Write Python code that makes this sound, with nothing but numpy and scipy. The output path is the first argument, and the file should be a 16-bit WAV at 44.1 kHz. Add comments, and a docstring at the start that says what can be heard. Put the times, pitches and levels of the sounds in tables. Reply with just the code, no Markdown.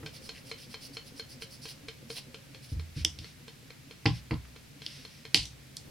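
"""Close above a wooden table in a small, quiet room, a dry pad rubs to and fro over long hard fingernails: a
grainy hiss with brief stick-slip judders, over a faint hum. Something loose rocks and clicks lightly about four
times a second, later weaker and with gaps. From 2.7 s the rubbing and hum stop; an arm bumps the table and a
hand lands on it, ringing the low modes of the top. From 3 s skin and cuffs slide softly, and nails and small
hard things give a few sharp taps that ring for milliseconds and jolt the table."""
import sys
import numpy as np
from scipy import signal
from scipy.fft import rfft, irfft
from scipy.io import wavfile

SR = 44100
rng = np.random.default_rng(int(sys.argv[2]) if len(sys.argv) > 2 else 0)


def master(y):
    """Save y as 16-bit WAV."""
    cut = np.clip(np.atleast_2d(y).T, -1, 1)
    pcm = np.round(cut * 32767)  # scale
    wavfile.write(sys.argv[1], SR, pcm.astype(np.int16))


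N = 260190
TIME = np.arange(N) / SR

# Landings of the loose part. Each row: time in seconds, strength in dB.
CLICK_HITS = [(0.0608, -33.5), (0.2903, -33.5), (0.5132, -34), (0.7407, -35), (0.968, -35), (1.195, -35),
              (1.4202, -36.5), (1.6537, -37.5), (1.8833, -35), (2.101, -36), (2.3431, -39), (2.5456, -43.5),
              (2.795, -43.5), (3.243, -44), (3.4794, -40.5), (3.703, -45), (3.9088, -43), (4.561, -47.5),
              (4.818, -42), (5.0492, -44), (5.2511, -40)]
# Sharp taps. Each row: time in seconds, level in dB, lower and upper resonance in Hz, split as a
# fraction of each resonance, relative crack in dB, relative room send in dB, table jolt in dB.
TAP_HITS = [(3.0483, -10.5, 3250, 5340, 0.081, -1.5, -13.5, -42),
            (3.1880, -36, 3200, 4660, 0.15, -1, -6, -77), (4.0558, -27.5, 2220, 4760, 0.11, -9, 3, -60),
            (4.0598, -9, 2600, 4600, 0.036, -27, -22, -35), (4.0617, -26, 2540, 3320, 0.14, -12, -1, -60),
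            (4.0787, -36, 2980, 4530, 0.15, -30, -23, -70), (4.3095, -31, 2120, 2870, 0.072, -12, -9, -45),
            (4.3099, -34, 2950, 4430, 0.077, -11, -3, -70), (4.3408, -39, 3220, 4220, 0.093, -19, -17, -72),
            (4.8635, -24, 3240, 4680, 0.093, -9, -12.5, -58),
            (5.3447, -7, 2730, 4430, 0.12, -3, -7.5, -31.5), (5.3537, -26, 3400, 5250, 0.11, 5, 2.5, -47),
            (5.3739, -21.5, 3330, 3850, 0.077, -3, -10, -63), (5.3895, -31, 2870, 4540, 0.088, -7, 2, -60),
            (5.403, -35, 3450, 4340, 0.055, -4, 3, -66), (5.431, -41, 3870, 5400, 0.12, 6, -1, -58),
            (5.4542, -35, 3600, 5750, 0.078, 4, -3, -60),
            (5.7681, -32.5, 3860, 5060, 0.12, 10.5, -9.5, -70)]
# Stereo image of the background. Each row: frequency in Hz, left-right correlation.
BACKGROUND_CORRELATION = [(60, 0.74), (140, 0.92), (300, 0.053), (1000, 0.05), (4000, 0.46), (9000, 0.035),
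                          (16000, 0.17)]


def from_db(db):
    """Decibels to gain."""
    return 10 ** (np.asarray(db) / 20)


def rms_one(x):
    """Scale to unit power."""
    return x / np.sqrt(np.mean(x ** 2) + 1e-20)


def at_hz(points, hz):
    """Read a table on a log-frequency axis."""
    points_hz, values = np.transpose(points)
    return np.interp(np.log(np.maximum(hz, 1)), np.log(points_hz), values)


def cut(x, hz, kind, order=2):
    """Butterworth filter."""
    sos = signal.butter(order, np.clip(hz, 10, .45 * SR), kind, fs=SR, output="sos")
    return signal.sosfilt(sos, x)


def add(track, start_s, sound):
    """Mix a sound in at start_s."""
    at = round(start_s * SR)
    track[..., at:at + sound.shape[-1]] += sound[..., :N - at]


def pan(x, right_db):
    """Right louder than left by right_db."""
    return x * from_db([[-right_db / 2], [right_db / 2]])


def ring(modes, length_s, alternate=True):
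    """Decaying sines, optionally alternating in sign. Each mode: Hz, level in dB, T60 in seconds."""
    t = TIME[:int(length_s * SR)]
    sign = -1 if alternate else 1
    return sum(sign ** k * from_db(db - 60 * t / t60_s) * np.sin(2 * np.pi * hz * t)
               for k, (hz, db, t60_s) in enumerate(modes))


def scatter(x, low_hz, high_hz, width_hz, count):
    """Waves reach the surface by many paths: all-pass sections smear a blow and keep its colour."""
    centres_hz = low_hz + (high_hz - low_hz) * (np.arange(count) + rng.random(count)) / count
    radius = np.exp(-np.pi * width_hz / SR)
    bends = -2 * radius * np.cos(2 * np.pi * centres_hz / SR)
    return signal.sosfilt([[radius ** 2, b, 1, 1, b, radius ** 2] for b in bends], x)


def stereo_noise(spectrum, correlation):
    """Unit-power noise from rows of (Hz, dB) and (Hz, left-right correlation)."""
    hz = np.arange(N // 2 + 1) * SR / N
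    mid, side = rfft(rng.standard_normal((2, N)))
    alike = np.clip(at_hz(correlation, hz), -1, 1)
    white = np.sqrt(1 + alike) * mid + np.sqrt(1 - alike) * side * [[1], [-1]]
    return rms_one(irfft(white * from_db(at_hz(spectrum, hz)), N))


def flicker(rate_hz, depth_db):
    """Random gain of unit power."""
    knots_s = np.arange(0, TIME[-1] + 1, 1 / rate_hz)
    return rms_one(from_db(depth_db * np.interp(TIME, knots_s, rng.standard_normal(len(knots_s)))))


def swell(start_s, length_s):
    """Stroke speed: a half sine from rest to rest."""
    return np.sin(np.pi * np.clip((TIME - start_s) / length_s, 0, 1))


def pad_rub(snaps_per_s=1500, snap_spread_db=4, grit_db=-15, grit_hz=10500):
    """Fibres catch and let go on the nail: a fine-grained hiss, scratchier on the rim."""
    # To-and-fro strokes, then single wipes. Each row: start and length in seconds, level in dB,
    # rim share from 0 to 1.
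    strokes = [(0.125, 0.067, -49, 0.28), (0.209, 0.092, -51, 0.02), (0.326, 0.093, -58, 0),
               (0.442, 0.095, -52, 0.1), (0.562, 0.11, -52.5, 0.2), (0.689, 0.065, -52, 0.14),
               (0.8, 0.089, -47.5, 0.1), (0.926, 0.046, -50.5, 0), (1.046, 0.059, -53, 0.2),
               (1.152, 0.07, -51.5, 0), (1.283, 0.07, -51, 0.01), (1.404, 0.049, -47, 0.16),
               (1.498, 0.077, -50.5, 0), (1.61, 0.061, -47.5, 0), (1.657, 0.081, -45.5, 0.32),
               (2.082, 0.083, -47.5, 0), (2.149, 0.056, -41, 0.55), (2.616, 0.066, -52.5, 0.25),
               (2.673, 0.08, -54.5, 0.2)]
    # Friction spectra on face and rim. Each row: frequency in Hz, relative density in dB.
    face_spectrum = [(500, -11.5), (1300, -23.5), (2300, -11), (3800, -11.5), (4600, 1), (5200, 1.5),
                     (5800, -4), (7000, -16), (8600, -8.5), (10200, -4.5), (11500, -20), (13000, -17),
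                     (16000, -24)]
    rim_spectrum = [(500, 5), (1300, -1), (2400, 10.5), (3300, 13), (4400, 15), (5300, -25), (6600, -5),
                    (8500, -7), (10000, 7), (11800, -8), (14000, -11), (16000, -10)]
    correlation = [(1000, 0.4), (4500, 0.99), (8000, 0.086), (15000, 0.27)]
    face, rim = np.zeros((2, N))
    for start_s, length_s, db, rim_share in strokes:
        speed = from_db(db) * swell(start_s, length_s)
        face += speed * np.sqrt(1 - rim_share)
        rim += speed * np.sqrt(rim_share)
    # Single fibres snap free as tiny bright grains.
    snapping = rng.random(N) < snaps_per_s / SR
    snaps = snapping * from_db(snap_spread_db * np.minimum(rng.exponential(1, N), 4))
    grit = from_db(grit_db) * rms_one(cut(snaps * rng.standard_normal((2, N)), grit_hz, "high"))
    hiss = face * flicker(rate_hz=1700, depth_db=2.5) * stereo_noise(face_spectrum, correlation)
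    scratch = rim * flicker(rate_hz=640, depth_db=4) * stereo_noise(rim_spectrum, correlation)
    return pan(hiss + scratch + (face + rim) * grit, right_db=1.7)


def pad_judder(jitter=0.19, slip_s=0.0015):
    """The pad sticks and slips on the lacquer, each slip a puff of friction in a broad resonance."""
    # Runs of slips. Each row: start and length in seconds, level in dB, slips per second, resonance in Hz.
    judders = [(0.028, 0.011, -46.5, 330, 1610), (0.337, 0.063, -52.5, 137, 3280),
               (0.57, 0.037, -55, 210, 3080), (4.446, 0.014, -54, 310, 2010)]
    out = np.zeros(N)
    for start_s, length_s, db, rate_hz, hz in judders:
        cycles = np.cumsum(rate_hz * (1 + jitter * rng.standard_normal(N)) / SR)
        since_slip_s = cycles % 1 / rate_hz
        puffs = np.exp(-since_slip_s / slip_s) * rng.standard_normal(N)
        resonance = rms_one(cut(puffs, [hz / 1.75, hz * 1.11], "band"))
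        out += from_db(db) * swell(start_s, length_s) * resonance
    return out


def click_bass_db(db, usual_db=-36, follow=0.49):
    """The bass follows a click's strength only in part, so weak clicks are dull."""
    return usual_db + follow * (db - usual_db)


def light_clicks(gain_db=-10, crossover_hz=1900, vary_db=2.5, detune=0.0125, free_above_db=-36.5):
    """The loose part lands, grates for an instant and rings, a little differently each time."""
    # Modes of the loose part. Each row: frequency in Hz, level in dB, T60 in seconds.
    click_modes = [(449.6, 2.5, 0.09), (733, -9, 0.058), (1026, 2, 0.019), (1390, -7, 0.05),
                   (1607, -3, 0.039), (2254, 9, 0.014), (2610, 0, 0.022), (3096, -3, 0.12),
                   (3200, 11.5, 0.0083), (3730, 2, 0.025), (4130, 11, 0.0085), (4287, 11.5, 0.029),
                   (4910, -8, 0.055), (5170, 2, 0.024), (6500, -4, 0.01), (8900, -8, 0.015)]
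    out = np.zeros(N)
    for start_s, db in CLICK_HITS:
        modes = [(hz * (1 + detune * rng.normal()), mode_db + vary_db * rng.normal(), t60_s)
                 for hz, mode_db, t60_s in click_modes]
        body = ring(modes, length_s=0.4)
        t = TIME[:len(body)]
        grit = cut(rng.standard_normal(len(t)), [1700, 5500], "band") * from_db(6.5 - 60 * t / 0.069)
        damping_db_per_s = 100 * max(free_above_db - db, 0)   # weak clicks stay in contact
        body *= from_db(-damping_db_per_s * t)
        click = scatter(body, low_hz=846, high_hz=7030, width_hz=490, count=9) + grit
        bass = cut(click, crossover_hz, "low", order=1)
        add(out, start_s, from_db(click_bass_db(db)) * bass + from_db(db) * (click - bass))
    return from_db(gain_db) * out


def rocking(murmur_hz=255, murmur_lead_s=0.087, murmur_db=-15, tip_lead_s=0.076, tip_db=-10):
    """Before each click the loose part tips with a soft bump and rocks with a short low murmur."""
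    out = np.zeros(N)
    for click_s, db in CLICK_HITS:
        pitch = 1 + 0.072 * rng.normal()
        start_s = click_s - murmur_lead_s * rng.uniform(0.77, 1)
        murmur = np.sin(2 * np.pi * murmur_hz * pitch * TIME) * swell(start_s, length_s=0.073) ** 2
        out += from_db(click_bass_db(db) + murmur_db) * murmur
        modes = [(225 * pitch, -4, 0.07), (365 * pitch, -3, 0.06), (490, 0, 0.09)]
        bump = cut(ring(modes, length_s=0.15), 336, "low")
        add(out, max(click_s - tip_lead_s, 0), from_db(click_bass_db(db) + tip_db) * bump)
    return out * flicker(rate_hz=120, depth_db=4.5)


def sharp_taps(low_t60_s=0.0066, high_t60_s=0.0026, high_db=8, knock_hz=2080, knock_db_per_octave=-25):
    """Small hard things ring briefly: a knock, two split resonances, a crack. Gives (direct, send)."""
    crack_modes = [(7540, 2.5, 0.00086), (9800, -0.5, 0.0019), (11000, -2.5, 0.00096),
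                   (14000, -9, 0.0013)]
    bright = cut(ring(crack_modes, length_s=0.04), 5100, "high")
    direct, send = np.zeros((2, N)), np.zeros(N)
    for start_s, db, low_hz, high_hz, split, crack_db, send_db, _ in TAP_HITS:
        knock_db = 7.5 + knock_db_per_octave * np.log2(low_hz / knock_hz)
        modes = [(knock_hz, knock_db, low_t60_s),
                 (low_hz * (1 - split), 0, low_t60_s), (low_hz * (1 + split), 0, low_t60_s),
                 (high_hz * (1 + split), high_db, high_t60_s),
                 (high_hz * (1 - split / 2), high_db, high_t60_s)]
        body = cut(ring(modes, length_s=0.04), 8000, "low", order=4)
        body = cut(body, 1950, "high")
        body = from_db(db) * scatter(body, low_hz=2240, high_hz=6120, width_hz=270, count=4)
        crack = scatter(bright, low_hz=5550, high_hz=15020, width_hz=150, count=6)
        crack *= from_db(db + crack_db)
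        add(direct, start_s, body + np.array([np.roll(crack, 1), crack]))   # crack arrives later at left
        add(send, start_s, from_db(send_db) * (body + from_db(3) * crack))
    return pan(direct, right_db=2.5), send


def table_thumps(limb_low_hz=91, jolt_band_hz=(196, 770), touch_lead_s=0.0082, vary_db=4):
    """Limbs and taps shake the top: soft flesh wakes its lowest modes, knuckles and nails higher ones."""
    # Arm or hand landings. Each row: time in seconds, level in dB, contact cutoff in Hz, limb damping
    # in dB/s, rebound delay in seconds, relative rebound in dB.
    landings = [(0.038, -41.5, 300, 150, 0.02, -8), (2.7276, -23.5, 82, 385, 0.0369, -3),
                (2.9722, -22.5, 74, 59, 0.037, -6), (3.1947, -41.5, 118, 68, 0.019, 2),
                (4.0645, -20.5, 273, 30, 0.0075, -9.5), (4.3175, -28.5, 406, 58, 0.016, -8),
                (5.3852, -26.5, 64.7, 65, 0.02, -7)]
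    # Modes of the top. Each row: frequency in Hz, level in dB, T60 in seconds.
    top_modes = [(62.7, -5.5, 1), (80.7, -0.2, 0.51), (115.8, -2, 0.19), (151.8, -4.5, 0.21),
                 (171, -8, 0.25), (215, -6.5, 0.16), (280, -7, 0.13), (317, -5.5, 0.1),
                 (396.5, -18.5, 0.22), (449.6, -1, 0.051), (690, -24, 0.03), (830, -8.5, 0.039),
                 (1003, -2, 0.025), (1377, -4.5, 0.021), (1620, 0.5, 0.013)]
    blows = [(start_s, jolt_db, *jolt_band_hz, 0) for start_s, *_, jolt_db in TAP_HITS]
    for start_s, db, high_hz, damping_db_per_s, rebound_s, rebound_db in landings:
        touch_hz = 2450 * (high_hz / 390) ** 2   # knuckles knock, a sleeve does not
        touch = (start_s - touch_lead_s, db - 6.5, limb_low_hz, touch_hz, 314)
        weight = (start_s, db, limb_low_hz, high_hz, damping_db_per_s)
        rebound = (start_s + rebound_s, db + rebound_db, limb_low_hz, high_hz, 28)
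        blows += [touch, weight, rebound]
    out = np.zeros(N)
    for start_s, db, low_hz, high_hz, damping_db_per_s in blows:
        # Each spot favours other modes; the many weak ones between them form a toneless clatter.
        modes = [(hz, mode_db + vary_db * rng.normal(), t60_s) for hz, mode_db, t60_s in top_modes]
        top = ring(modes, length_s=0.44, alternate=False)
        t = TIME[:len(top)]
        clatter = rms_one(cut(rng.standard_normal(len(t)), [160, 480], "band", order=1))
        clatter *= from_db(-3 - 60 * t / 0.071)
        blow = (top + clatter) * from_db(db - damping_db_per_s * t)
        add(out, start_s, cut(cut(blow, high_hz, "low"), low_hz, "high"))
    return out


def skin_slides():
    """Skin and cuffs slide over wood and skin: a soft hiss that follows the speed of the hand."""
    # Hand movements. Each row: start and length in seconds, level in dB.
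    slides = [(2.946, 0.1, -46.5), (3.176, 0.17, -55.5), (4.115, 0.1, -51), (4.784, 0.29, -50.5),
              (5.006, 0.26, -58)]
    # Skin friction. Each row: frequency in Hz, relative density in dB.
    skin_spectrum = [(500, -30), (1400, -2.5), (2400, 6), (3800, 6), (5500, 8.5), (7000, -8.5), (10000, -3),
                     (15000, -24)]
    speed = sum(from_db(db) * swell(start_s, length_s) for start_s, length_s, db in slides)
    return speed * stereo_noise(skin_spectrum, correlation=[(1000, 0.8), (5000, 0.82), (12000, 0.17)])


def hand_rustle():
    """Fingers and cuffs shift against each other with a muffled rustle."""
    # Rustle envelope. Each row: time in seconds, level in dB.
    rustle_levels = [(0.0, -53.5), (0.44, -56.5), (3.27, -60), (3.75, -61), (4.19, -60), (4.81, -59.5),
                     (5.34, -61.5), (5.69, -60), (5.9, -52.5)]
    # Rustle colour. Each row: frequency in Hz, relative density in dB.
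    rustle_spectrum = [(40, -9), (62, 1.5), (130, -8.5), (250, 0), (380, -8.5), (530, -8), (720, -15),
                       (1500, -22.5), (6000, -30)]
    gain = from_db(np.interp(TIME, *np.transpose(rustle_levels))) * flicker(rate_hz=42, depth_db=0.5)
    return gain * stereo_noise(rustle_spectrum, BACKGROUND_CORRELATION)


def room(x, onset_s=0.00082, wall_s=0.01, wall_gain=0.24):
    """One near wall reflects; a diffuse tail dies band by band."""
    # Tail decay. Each row: frequency in Hz, T60 in seconds.
    decay_times = [(80, 0.35), (300, 0.041), (1000, 0.21), (3000, 0.2), (6000, 0.28), (14000, 0.022)]
    # Stereo image of the tail. Each row: frequency in Hz, left-right correlation.
    tail_correlation = [(80, 1), (300, 0.35), (2500, 0.75), (4500, 0.55), (8000, 0.33), (15000, -0.13)]
    t = TIME[:SR * 2 // 3]
    noise = stereo_noise([(20, 0), (20000, 0)], tail_correlation)[:, :len(t)]
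    edges_hz = np.geomspace(40, 19000, 10)
    tail = np.zeros_like(noise)
    for k, (low_hz, high_hz) in enumerate(zip(edges_hz, edges_hz[1:])):
        t60_s = at_hz(decay_times, np.sqrt(low_hz * high_hz))
        tail += (-1) ** k * cut(noise, [low_hz, high_hz], "band") * from_db(-60 * t / t60_s)
    tail = rms_one(tail * np.clip(t / onset_s, 0, 1) ** 2) / np.sqrt(len(t))
    tail[:, round(wall_s * SR)] += wall_gain
    return signal.fftconvolve(np.atleast_2d(x), tail, axes=1)[:, :N]


def hum(hz=534.5, width_hz=22, level_db=-69.5, end_s=2.67, fade_s=0.13):
    """A faint, wavering hum under the rubbing."""
    tone = cut(rng.standard_normal(N), [hz - width_hz / 2, hz + width_hz / 2], "band")
    return from_db(level_db) * rms_one(tone) * np.clip((end_s - TIME) / fade_s, 0, 1)


def room_air(air_db=-55.5, drone_hz=143, drone_db=-58):
    """Quiet room noise with a low, wavering drone."""
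    # Still room. Each row: frequency in Hz, relative density in dB.
    air_spectrum = [(15, -62), (28, -19), (40, -19), (57, -9), (110, -6), (230, -9), (380, -21), (650, -23),
                    (1100, -24.5), (1600, -20), (2400, -18.5), (3300, -21.5), (4800, -21.5), (7000, -26.5),
                    (12000, -28.5), (16000, -38)]
    drone_spectrum = [(drone_hz / 2, -40), (drone_hz / 1.45, -12), (drone_hz, 0),
                      (drone_hz * 1.12, -14), (drone_hz * 2, -60)]
    drone = cut(stereo_noise(drone_spectrum, BACKGROUND_CORRELATION), 640, "low")
    air = stereo_noise(air_spectrum, BACKGROUND_CORRELATION)
    return from_db(air_db) * air + from_db(drone_db) * drone


def scene():
    """Close sources, rubbing and taps slightly to the right, over the room's echo and noise."""
    taps, tap_send = sharp_taps()
    rub = pad_rub()
    chatter = light_clicks() + pad_judder()
    thumps = table_thumps()
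    echo = room(tap_send + from_db(-6.5) * chatter + from_db(-1) * cut(thumps, 161, "high")
                + from_db(-9) * rub.mean(axis=0))
    direct = rub + chatter + taps + thumps + skin_slides() + hand_rustle() + rocking()
    return direct + echo + hum() + room_air()


def record(dry):
    """Steep low-pass on the top treble."""
    cutoff_hz = 15900
    return signal.sosfilt(signal.ellip(10, .1, 80, cutoff_hz, fs=SR, output="sos"), dry)


dry = scene()
out = record(dry)
master(out)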